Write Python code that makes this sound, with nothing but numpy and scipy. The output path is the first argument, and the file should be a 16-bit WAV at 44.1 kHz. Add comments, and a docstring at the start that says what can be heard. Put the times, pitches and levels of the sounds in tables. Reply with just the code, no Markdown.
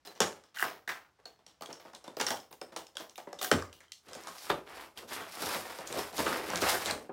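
"""Dry ticks, slips and loud snaps: a knife saws at taut plastic straps round a flat cardboard parcel on the floor.
Then a corrugated sheet is lifted, rolled up and dragged over foam, with crackle, hiss and knocks.
Ticks and knocks are noise bursts through resonances; rubbing and dragging are clumps of random clicks, filtered.
A small bare room adds one echo and a strong diffuse tail, over a very quiet floor; both channels are alike."""
import sys
import numpy as np
from scipy import signal
from scipy.fft import rfft, irfft
from scipy.io import wavfile

SR = 44100
rng = np.random.default_rng(int(sys.argv[2]) if len(sys.argv) > 2 else 0)


def output_pcm(signal):
    """Save a mono or channel-first signal as 16-bit PCM at the path in sys.argv[1].

    Samples are clipped to [-1, 1] before scaling.
    """
    pcm = np.clip(np.atleast_2d(signal).T, -1, 1) * 32767
    wavfile.write(sys.argv[1], SR, np.round(pcm).astype(np.int16))


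N = 313992

# Ticks and snaps of knife and strap. Each row: start in seconds, crack peak in dB, blade ring in Hz,
# strap ring in dB and in Hz, board thud in dB, how loosely the ends chatter on in dB,
# top of the crack and blade ring, both in dB against the crack.
TICKS = [(0.0499, -48.5, 5050, -63, 1940, -54, -10, -11, -2),
         (0.0729, -39, 4070, -46, 1710, -42.5, -21, -27, -3.5),
         (0.1508, -52, 5770, -62, 1960, -57.5, -6, -28, -8),
         (0.2032, -13, 5470, -15.5, 1370, -19, -19, -48, -9),
         (0.4375, -52, 5190, -56, 1250, -61, -16.5, -24, -5),
         (0.544, -48.5, 3200, -51, 1310, -65, -10, -17, -11),
         (0.5606, -43, 3040, -38.5, 1960, -62, -11, -9, -8),
         (0.5704, -38, 3060, -32, 1660, -60, -17, -4, -4),
         (0.585, -35, 2880, -50, 1580, -66, -8.5, -10, -3),
         (0.5946, -39, 5000, -25.5, 1630, -64, -16, -5, -11),
         (0.6136, -29, 3130, -33, 1680, -52, -17.5, -8, -15),
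         (0.625, -31, 4800, -14, 1410, -29.5, -27.5, -18, -8),
         (0.6408, -36, 5070, -32, 1230, -34, -15, -20, -5),
         (0.7004, -39.5, 3870, -48, 1280, -56, -17.5, -20, -11),
         (0.876, -37, 3860, -27, 1680, -39.5, -15.5, -7.5, -2),
         (0.8904, -32.5, 3700, -26, 1840, -45.5, -10.5, -24, -13),
         (1.1881, -71.5, 3350, -64.5, 1600, -55.5, -18.5, -18, -11),
         (1.255, -40, 4330, -46, 1640, -46.5, -20, -18, 0.5),
         (1.3902, -62, 3440, -80, 1100, -55, -26.5, -18, -7),
         (1.4643, -43, 5500, -71, 2150, -54, -18.5, -30, -6.5),
         (1.6091, -41, 3030, -57, 1090, -37.5, -28.5, -1, -13),
         (1.6214, -34.5, 4500, -36.5, 1130, -38, -22.5, -22, -10.5),
         (1.6588, -39.5, 3350, -56, 1240, -49, -19, -24, 0),
         (1.6886, -60, 3360, -70, 1240, -38, -18, -5, -8),
         (1.7279, -38, 5400, -62, 1140, -53, -24, -25, 1.5),
         (1.7973, -47.5, 5400, -51.5, 1260, -50, -15, -14, -14),
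         (1.8506, -54, 5300, -64, 1070, -42, -20, -18, -6),
         (1.9327, -51, 5260, -48, 1230, -41.5, -21, -19, -8),
         (1.9488, -35.5, 3500, -61, 1220, -61, -26, -26, -12),
         (2.0409, -45.5, 5510, -58, 1070, -44.5, -16, -29, -10),
         (2.0782, -44, 3560, -69, 1330, -35, -30, -27, -1.5),
         (2.168, -33, 4930, -55, 1090, -30.5, -27, -6, -7),
         (2.198, -30, 5740, -36, 2180, -35, -11, -23, -7),
         (2.212, -18, 5790, -28, 1580, -27.5, -26, -33, -20),
         (2.2654, -23.5, 5500, -30.5, 1940, -36.5, -15, -34, -1.5),
         (2.2844, -29.5, 5360, -30, 1250, -48, -19, -4.5, -14),
         (2.3047, -21.5, 3470, -28, 1740, -26.5, -22.5, -26, -11),
         (2.371, -35.5, 3100, -43, 1320, -68, -38, -16, -8),
         (2.3999, -44, 5250, -64, 1180, -70, -23, -17, -3),
         (2.5092, -55, 3640, -69, 1120, -48.5, -18.5, 3.5, -8),
         (2.5271, -40.5, 5070, -56, 1630, -45.5, -28, -46, -13),
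         (2.614, -33.5, 5100, -49, 1110, -30.5, -30, -12, -6.5),
         (2.72, -63, 5270, -76, 1310, -45.5, -18, -17, -2),
         (2.7626, -24.5, 5500, -35.5, 1220, -33, -21, -19, -20),
         (2.8675, -42, 5240, -70, 1750, -80, -29, -17, -11),
         (2.9534, -46, 3630, -63, 1700, -49.5, -20, -31, -8),
         (2.9688, -28.5, 3370, -33.5, 1400, -45.5, -21, -24, -1),
         (2.9981, -39.5, 3320, -55, 1420, -40.5, -16.5, -11, -6),
         (3.095, -41.5, 5300, -64, 1590, -56, -31, -16, -13),
         (3.1568, -42, 3720, -68, 2090, -67, -26.5, 0, -0.5),
         (3.1786, -35.5, 4940, -41, 1260, -37, -22.5, -27, -18),
         (3.271, -66, 5360, -69, 1270, -34.5, -25, -20, -8),
         (3.3285, -37, 5320, -41, 1570, -32, -31, -29, -10),
         (3.3884, -38.5, 3640, -59, 2130, -49, -12, -15, -3.5),
         (3.4135, -25.5, 5440, -29, 1120, -34.5, -15.5, -7, -14),
         (3.428, -24, 5630, -41, 1090, -40.5, -25, -19, -22),
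         (3.4447, -24.5, 5750, -32.5, 1710, -41, -25, -25, -15),
         (3.5142, -13, 3070, -10, 1426, -14, -26, -42, -8.5),
         (3.6222, -36.5, 4850, -30, 1340, -50, -23.5, -18, -14),
         (3.728, -42, 3040, -69, 1450, -59, -18.5, -15, -5),
         (3.8045, -47.5, 6000, -47, 1920, -59, -16, -25, -11),
         (3.8811, -58.5, 3130, -62, 1375, -74, -28, -11, -1),
         (3.919, -32.5, 4300, -75.5, 2000, -81, -24, -30, -4)]


def amp(db):
    """Gain of a level in dB."""
    return 10 ** (np.asarray(db) / 20)


def rms_one(x):
    """Scaled to rms 1."""
    return x / np.sqrt(np.mean(x ** 2) + 1e-20)


def peak_one(x):
    """Scaled to peak 1."""
    return x / np.max(np.abs(x))


def in_time(rows):
    """The columns of a curve at every sample; -200 dB outside it."""
    s, *columns = np.transpose(rows)
    t = np.arange(N) / SR
    return [np.interp(t, s, column, left=-200, right=-200) for column in columns]


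def at_hz(points, hz):
    """A table of (Hz, value) read on a log-frequency axis."""
    table_hz, values = np.array(points).T
    return np.interp(np.log(hz), np.log(table_hz), values)


def coloured(x, spectrum):
    """x shaped by a spectrum in dB."""
    hz = np.maximum(np.fft.rfftfreq(len(x), 1 / SR), 1)
    return irfft(rfft(x) * amp(at_hz(spectrum, hz)), len(x))


def band(x, low_hz, high_hz):
    """Band-pass."""
    return signal.sosfilt(signal.butter(2, [low_hz, high_hz], "band", fs=SR, output="sos"), x)


def resonance(x, hz, width_hz):
    """Two-pole resonance, gain 1 on top."""
    r = np.exp(-np.pi * width_hz / SR)
    feedback = [1, -2 * r * np.cos(2 * np.pi * hz / SR), r * r]
    return signal.lfilter([(1 - r * r) / 2, 0, (r * r - 1) / 2], feedback, x)


def drift(rate_hz):
    """Slow random wander of rms 1: noise through two equal low-pass poles."""
    r = np.exp(-2 * np.pi * rate_hz / SR)
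    noise = rng.standard_normal(N + SR)
    return rms_one(signal.lfilter([1], [1, -2 * r, r * r], noise)[SR:])


def grains(per_s, spread_db, clump_db):
    """Random clicks of uneven size that come in clumps."""
    sizes = amp(spread_db * np.minimum(rng.exponential(1, N), 3)) * rng.standard_normal(N)
    present = rng.random(N) < per_s / SR
    clumps = amp(clump_db * np.clip(drift(25), -2, 2))
    return sizes * present * clumps


def after(times, levels_db, rise_s, fade_db_per_s):
    """Gain that swells after each event and fades; powers add."""
    power, t = np.zeros(N + SR), np.arange(SR) / SR
    shape = (np.clip(t / rise_s, 0, 1) * amp(-fade_db_per_s * t)) ** 2
    for s, db in zip(times, levels_db):
        power[round(s * SR):][:SR] += amp(db) ** 2 * shape
    return np.sqrt(power[:N])


def quiet_floor():
    """Faint steady noise under everything, shaped by its spectrum."""
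    # Each row: frequency in Hz, spectral density in relative dB per Hz.
    floor_spectrum = [(25, -66.5), (45, 14), (65, 13.5), (110, 11.5), (450, 3), (1300, 3), (2400, -3.5),
                      (5400, -5), (12000, -19.5), (16000, -28)]
    return amp(-75) * rms_one(coloured(rng.standard_normal(N), floor_spectrum))


def room(x):
    """Direct sound, one near-wall echo and a diffuse tail, drawn anew every 4096 samples, dying band by band."""
    # Each row: frequency in Hz, time to die by 60 dB in seconds.
    decay_times = [(80, 0.44), (250, 0.27), (600, 0.36), (1500, 0.19), (4000, 0.21), (10000, 0.31)]
    wall_echo_s, wall_echo_db, tail_db = 0.012, -14, -7
    step = 4096      # samples between one tail and the next
    t, out = np.arange(SR // 2) / SR, x.copy()
    edges = 40 * 2 ** np.arange(0, 9.1, 1)      # octave bands, Hz
    white = rng.standard_normal((2, N // step + 2, len(t)))      # neighbouring bands get unrelated noise
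    tails = 0
    for k, (low, high) in enumerate(zip(edges, edges[1:])):
        t60 = at_hz(decay_times, np.sqrt(low * high))
        tails = tails + band(white[k % 2], low, high) * amp(-60 * t / t60)
    tails = tails * np.clip(t / .014, 0, 1) ** 1.2      # reflections thicken over the first milliseconds
    tails = amp(tail_db) * tails / np.sqrt(np.mean(np.sum(tails ** 2, axis=1)))
    tails[:, round(wall_echo_s * SR)] += amp(wall_echo_db)
    for k, tail in enumerate(tails[:-1]):
        start = k * step
        wet = signal.fftconvolve(x[start:start + step], tail)[:N - start]
        out[start:start + len(wet)] += wet
    return out


def board(x):
    """The broad modes of the cardboard panel, in parallel."""
    # Each row: mode in Hz, width in Hz, level in dB.
    modes = [(175, 42, -5), (270, 69, -6.5), (335, 91, 18), (446, 610, 32), (670, 280, 20.5),
             (990, 790, -2.5)]
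    return sum(amp(db) * resonance(x, hz, width_hz) for hz, width_hz, db in modes)


def drag():
    """Flutes crackle as the sheet bends; its face slides on the foam with a finer hiss."""
    # Sheet lifted, then rolled and dragged, one group of rows a stroke. Each row: time in seconds,
    # flute crackle in dB, foam hiss and board in dB against the crackle.
    strokes = [
        [(4.03, -76, 2, -6), (4.092, -52, -12.5, 1), (4.31, -52, -6, -8.5), (4.394, -57, 1, -11),
         (4.49, -51.5, 2.5, -4)],
        [(4.503, -27.5, -11.5, -4), (4.533, -44, -17.5, 5.5), (4.615, -58.5, -18, 2), (4.66, -64, -4, -5)],
        [(4.67, -50, -13, -5), (4.818, -45, -9.5, -6.5), (4.948, -76, -8, 1), (4.98, -45.5, -3, -4.5),
         (5.07, -66.5, -7, 5)],
        [(5.08, -59.5, 3, -1), (5.124, -39, -5, -4.5), (5.23, -47.5, -10, -3.5), (5.324, -52, -1, -10),
         (5.35, -47.5, -1, -10)],
        [(5.36, -47, -4.5, -7), (5.418, -38.5, -5, -2.5), (5.544, -38, -4, -7), (5.624, -44.5, -7, -3),
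         (5.83, -48.5, -4, -6)],
        [(5.84, -47.5, -16, -2), (5.886, -51.5, 2.5, -4), (5.904, -43, -12, 2.5), (5.988, -36, -6.5, 2),
         (6.11, -53.5, -7.5, -12)],
        [(6.12, -54, -16, 0), (6.124, -51, -6.5, 2), (6.176, -43.5, 0, 2.5), (6.196, -34.5, -4.5, -1.5),
         (6.255, -40.5, -3, 2)],
        [(6.266, -29, -20, -9), (6.292, -34.5, -6, 0), (6.432, -42, -9, -1.5), (6.59, -37, -9.5, -3.5),
         (6.6, -46, -5, -1)],
        [(6.612, -43, 5, -2), (6.624, -29.5, -7, 2.5), (6.704, -30, -1, -17.5), (6.74, -35.5, -4, -4.5),
         (6.84, -42, -5.5, -4)],
        [(6.85, -39.5, -5, -1), (6.908, -33, -12.5, -8), (6.958, -49, -16, 3), (7.066, -57, -15, 6),
         (7.075, -58, -34, -9)],
    ]
    # Each row: frequency in Hz, colour of the sheet in relative dB per Hz.
    sheet_spectrum = [(24, -49), (40, 13.5), (127, -0.5), (159, -2), (290, 2), (503, 4.5), (1630, -5),
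                      (3140, -10.5), (5310, -13), (6170, -18.5), (11800, -19.5), (16000, -25)]
    crackle_db, hiss_db, board_db = in_time(np.vstack(strokes))
    creases = coloured(grains(3500, spread_db=-2.0, clump_db=2.0), sheet_spectrum)
    slide = coloured(grains(8000, spread_db=1.5, clump_db=2.5), sheet_spectrum)
    flexing = rms_one(band(band(creases, 45, 2200), 45, 2200))
    panel = rms_one(band(board(creases), 65, 1100))
    low = rms_one(flexing + amp(3.5) * panel)
    crackle = rms_one(band(creases, 639, 3250))
    hiss = rms_one(band(slide, 4000, 17000))
    return amp(crackle_db) * (amp(board_db) * low + crackle + amp(hiss_db) * hiss)


def rub():
    """Small slips that stir the board and the strap, and hiss; the looser a tick, the more follows it."""
    # Rows for board, strap, hiss and top of the hiss. Each row: rise in seconds, fade in dB per second,
    # level in dB against the tick and its looseness.
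    swells = [(0.005, 190, 9), (0.0048, 216, -1), (0.0037, 238.5, 1), (0.01, 253, 13.5)]
    # Each row: frequency in Hz, colour of the hiss in relative dB per Hz.
    hiss_spectrum = [(1180, -111), (2000, -61), (2830, 19.5), (3680, 16.5), (5580, 14), (12800, -16.5),
                     (16000, -3.5)]
    s, crack_db, _, strap_db, _, thud_db, loose_db, top_db, _ = np.transpose(TICKS)
    ticks_db = thud_db, strap_db, crack_db, crack_db + top_db
    slips = grains(3000, spread_db=3.0, clump_db=3.0)
    layers = (board(slips), band(slips, 730, 2100), coloured(slips, hiss_spectrum), band(slips, 8000, 19000))
    out = np.zeros(N)
    for layer, tick_db, (rise_s, fade_db_per_s, db) in zip(layers, ticks_db, swells):
        out += after(s, tick_db + loose_db + db, rise_s, fade_db_per_s) * rms_one(layer)
    return out


def hits(table, shared, crack_s, bright_width_hz):
    """Each hit: a crack, a bright and a middle ring, a thud and boom of the board, then a rattle."""
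    # Lowest and highest pitch in Hz that a struck spot may favour.
    spot_range = (350, 1000)
    out, t = np.zeros(N + 4096), np.arange(4096) / SR
    noise = rng.standard_normal((len(table), 3, 4096))
    spots = np.exp(rng.uniform(*np.log(spot_range), len(table)))
    soft_boom_db, flex_db, growth = shared
    skip = round(.0025 * SR)
    for row, (quick, slow, loose), spot_hz in zip(table, noise, spots):
        s, crack_db, bright_hz, middle_db, middle_hz, thud_db, rattle_db, top_db, bright_db = row
        # loose ends chatter on
        rattle = amp(rattle_db) * loose ** 3 * np.exp(-t / 0.033) * np.tanh(t / 0.0022) / 3
        burst = quick * (t / crack_s) * np.exp(1 - t / crack_s) + rattle
        burst[skip:] += amp(-11.5) * burst[:-skip]      # the contact skips once

        body, top = band(burst, 2000, 8000), band(burst, 8000, 19000)
        crack = peak_one(body) + amp(top_db) * peak_one(top)
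        bright = peak_one(resonance(burst, bright_hz, bright_width_hz))
        # two or three cycles
        middle = peak_one(resonance(resonance(burst, middle_hz, 530), middle_hz, 530))

        # soft contact: starts later, lasts longer
        thud = board(slow * (t / 0.0081) * np.exp(-t / 0.0026) * 2 + rattle)
        # the struck spot favours one pitch
        thud = band(thud + amp(3) * resonance(thud, spot_hz, 220), 100, 1354)

        push = slow * t * np.exp(-t / 0.0078)
        upper_boom = band(band(push, 150, 320), 150, 320)
        lower_boom = band(band(push, 69, 105), 69, 105)
        boom = peak_one(upper_boom + amp(-3.0) * lower_boom)
        boom_db = soft_boom_db + growth * max(thud_db - flex_db, 0)      # hard blows flex the whole board

        hit = amp(crack_db) * (crack + amp(bright_db) * bright)
        hit += amp(middle_db) * middle
        hit += amp(thud_db) * (peak_one(thud) + amp(boom_db) * boom)
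        i = round(s * SR)
        out[i:i + 4096] += hit
    return out[:N]


def sheet_knocks():
    """Creases and knocks of the sheet: a very short crack and a broad bright ring."""
    # Each row: start in seconds, crack peak in dB, bright ring in Hz, middle ring in dB and in Hz,
    # board thud in dB, how loosely the sheet chatters on in dB,
    # top of the crack and bright ring, both in dB against the crack.
    knocks = [(4.0842, -46.5, 4110, -47, 1140, -51, -11, -28, -9),
              (4.1325, -34.5, 5060, -49, 1690, -58, -17.5, -19, -9),
              (4.1507, -35, 6490, -49, 1710, -36.5, -24, -17, -11),
              (4.2364, -47, 6350, -56, 1280, -53, -29, -12, 8),
              (4.2716, -29.5, 4240, -35.5, 1010, -38.5, -14, -32, -30),
              (4.3827, -33.5, 4370, -65, 2170, -78, -15, -7, -12),
              (4.5009, -39.5, 3670, -24, 1150, -23, -24, -3, 13),
              (4.6966, -48, 3040, -56, 1140, -55, -13, -26, -7),
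              (4.9746, -45, 3230, -62, 1330, -65, -18, -12, 8.5),
              (5.0272, -62, 3480, -59, 1060, -39.5, -27, -12, -9),
              (5.0895, -39, 4180, -46, 1540, -50, -11, -11, -13),
              (5.2088, -41, 3330, -39, 1350, -37, -8, -7, -1),
              (5.4282, -35, 4080, -35, 1050, -28.5, -9, -11, -9),
              (5.5469, -23.5, 3330, -29.5, 2050, -29, -21, -1, -18),
              (5.7871, -36.5, 4480, -39, 1300, -35, -17.5, -15, -12),
              (5.8743, -28.5, 6220, -46, 1450, -58, -19, -11, -8),
              (5.9261, -25, 3800, -46, 1570, -34, -25, -20, -15),
              (5.9908, -31, 5170, -40, 1290, -31.5, -14, -11, -2),
              (6.1285, -37, 3080, -55, 1060, -38, -19, -19, -19),
              (6.1804, -23, 4100, -45, 1340, -27.5, -23, -16, -13),
              (6.1917, -30, 3880, -39, 1070, -22.5, -27, -16, -9),
              (6.2632, -26.5, 3020, -22.5, 1170, -23.5, -13, -20, -2.5),
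              (6.5022, -26.5, 5200, -34, 1080, -33, -21, -16, -9),
              (6.5345, -36, 4700, -25, 1260, -27, -37, -12, -9),
              (6.558, -20, 4470, -43.5, 1600, -37, -39, -23, -6.5),
              (6.575, -23, 3760, -43, 1410, -42, -26, -18, -10),
              (6.5904, -43, 4640, -50, 1200, -60, -21, -11, -9),
              (6.6054, -37, 4240, -50, 2170, -54, -24, -17, -9),
              (6.6196, -22, 4240, -26.5, 1460, -38, -14, -10, -7),
              (6.7284, -40, 4160, -27, 1490, -28, -6, -13, -11),
              (6.859, -20, 4620, -35, 1180, -32, -14, -23, -17),
              (6.91, -19.5, 4200, -34, 1050, -29.5, -25, -10, -9),
              (7.0917, -69, 3040, -59, 1130, -30.5, -16.5, -8, -9)]
    # Boom of a soft blow in dB against the thud, thud in dB from which the whole board flexes,
    # growth of the boom in dB per dB beyond it.
    boom_law = (-12.5, -24, 0.11)
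    return hits(knocks, boom_law, crack_s=0.00041, bright_width_hz=420)


def strap_snaps():
    """Knife ticks and strap snaps: a longer crack, and a narrower ring of the blade."""
    # Boom of a soft blow in dB against the thud, thud in dB from which the whole board flexes,
    # growth of the boom in dB per dB beyond it.
    boom_law = (-25, -30.5, 0.98)
    return hits(TICKS, boom_law, crack_s=0.0010, bright_width_hz=130)


def scene():
    """All sources in the room over a faint steady floor, alike in both channels."""
    floor = quiet_floor()
    parcel = drag() + rub() + sheet_knocks() + strap_snaps()
    deep = signal.sosfilt(signal.butter(2, 140, fs=SR, output="sos"), parcel)
    above = signal.sosfilt(signal.butter(2, 140, "high", fs=SR, output="sos"), parcel)
    radiated = above - amp(-12) * deep      # the deep bass below 140 Hz is held well down
    return np.tile(room(radiated) + floor, (2, 1))


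def record(dry):
    """The microphone drops the deep bass; the top is cut steeply."""
    dry = signal.sosfilt(signal.butter(2, 45.0, "high", fs=SR, output="sos"), dry)
    return signal.sosfilt(signal.cheby2(14, 60, 16600, fs=SR, output="sos"), dry)


dry = scene()
out = record(dry)
output_pcm(out)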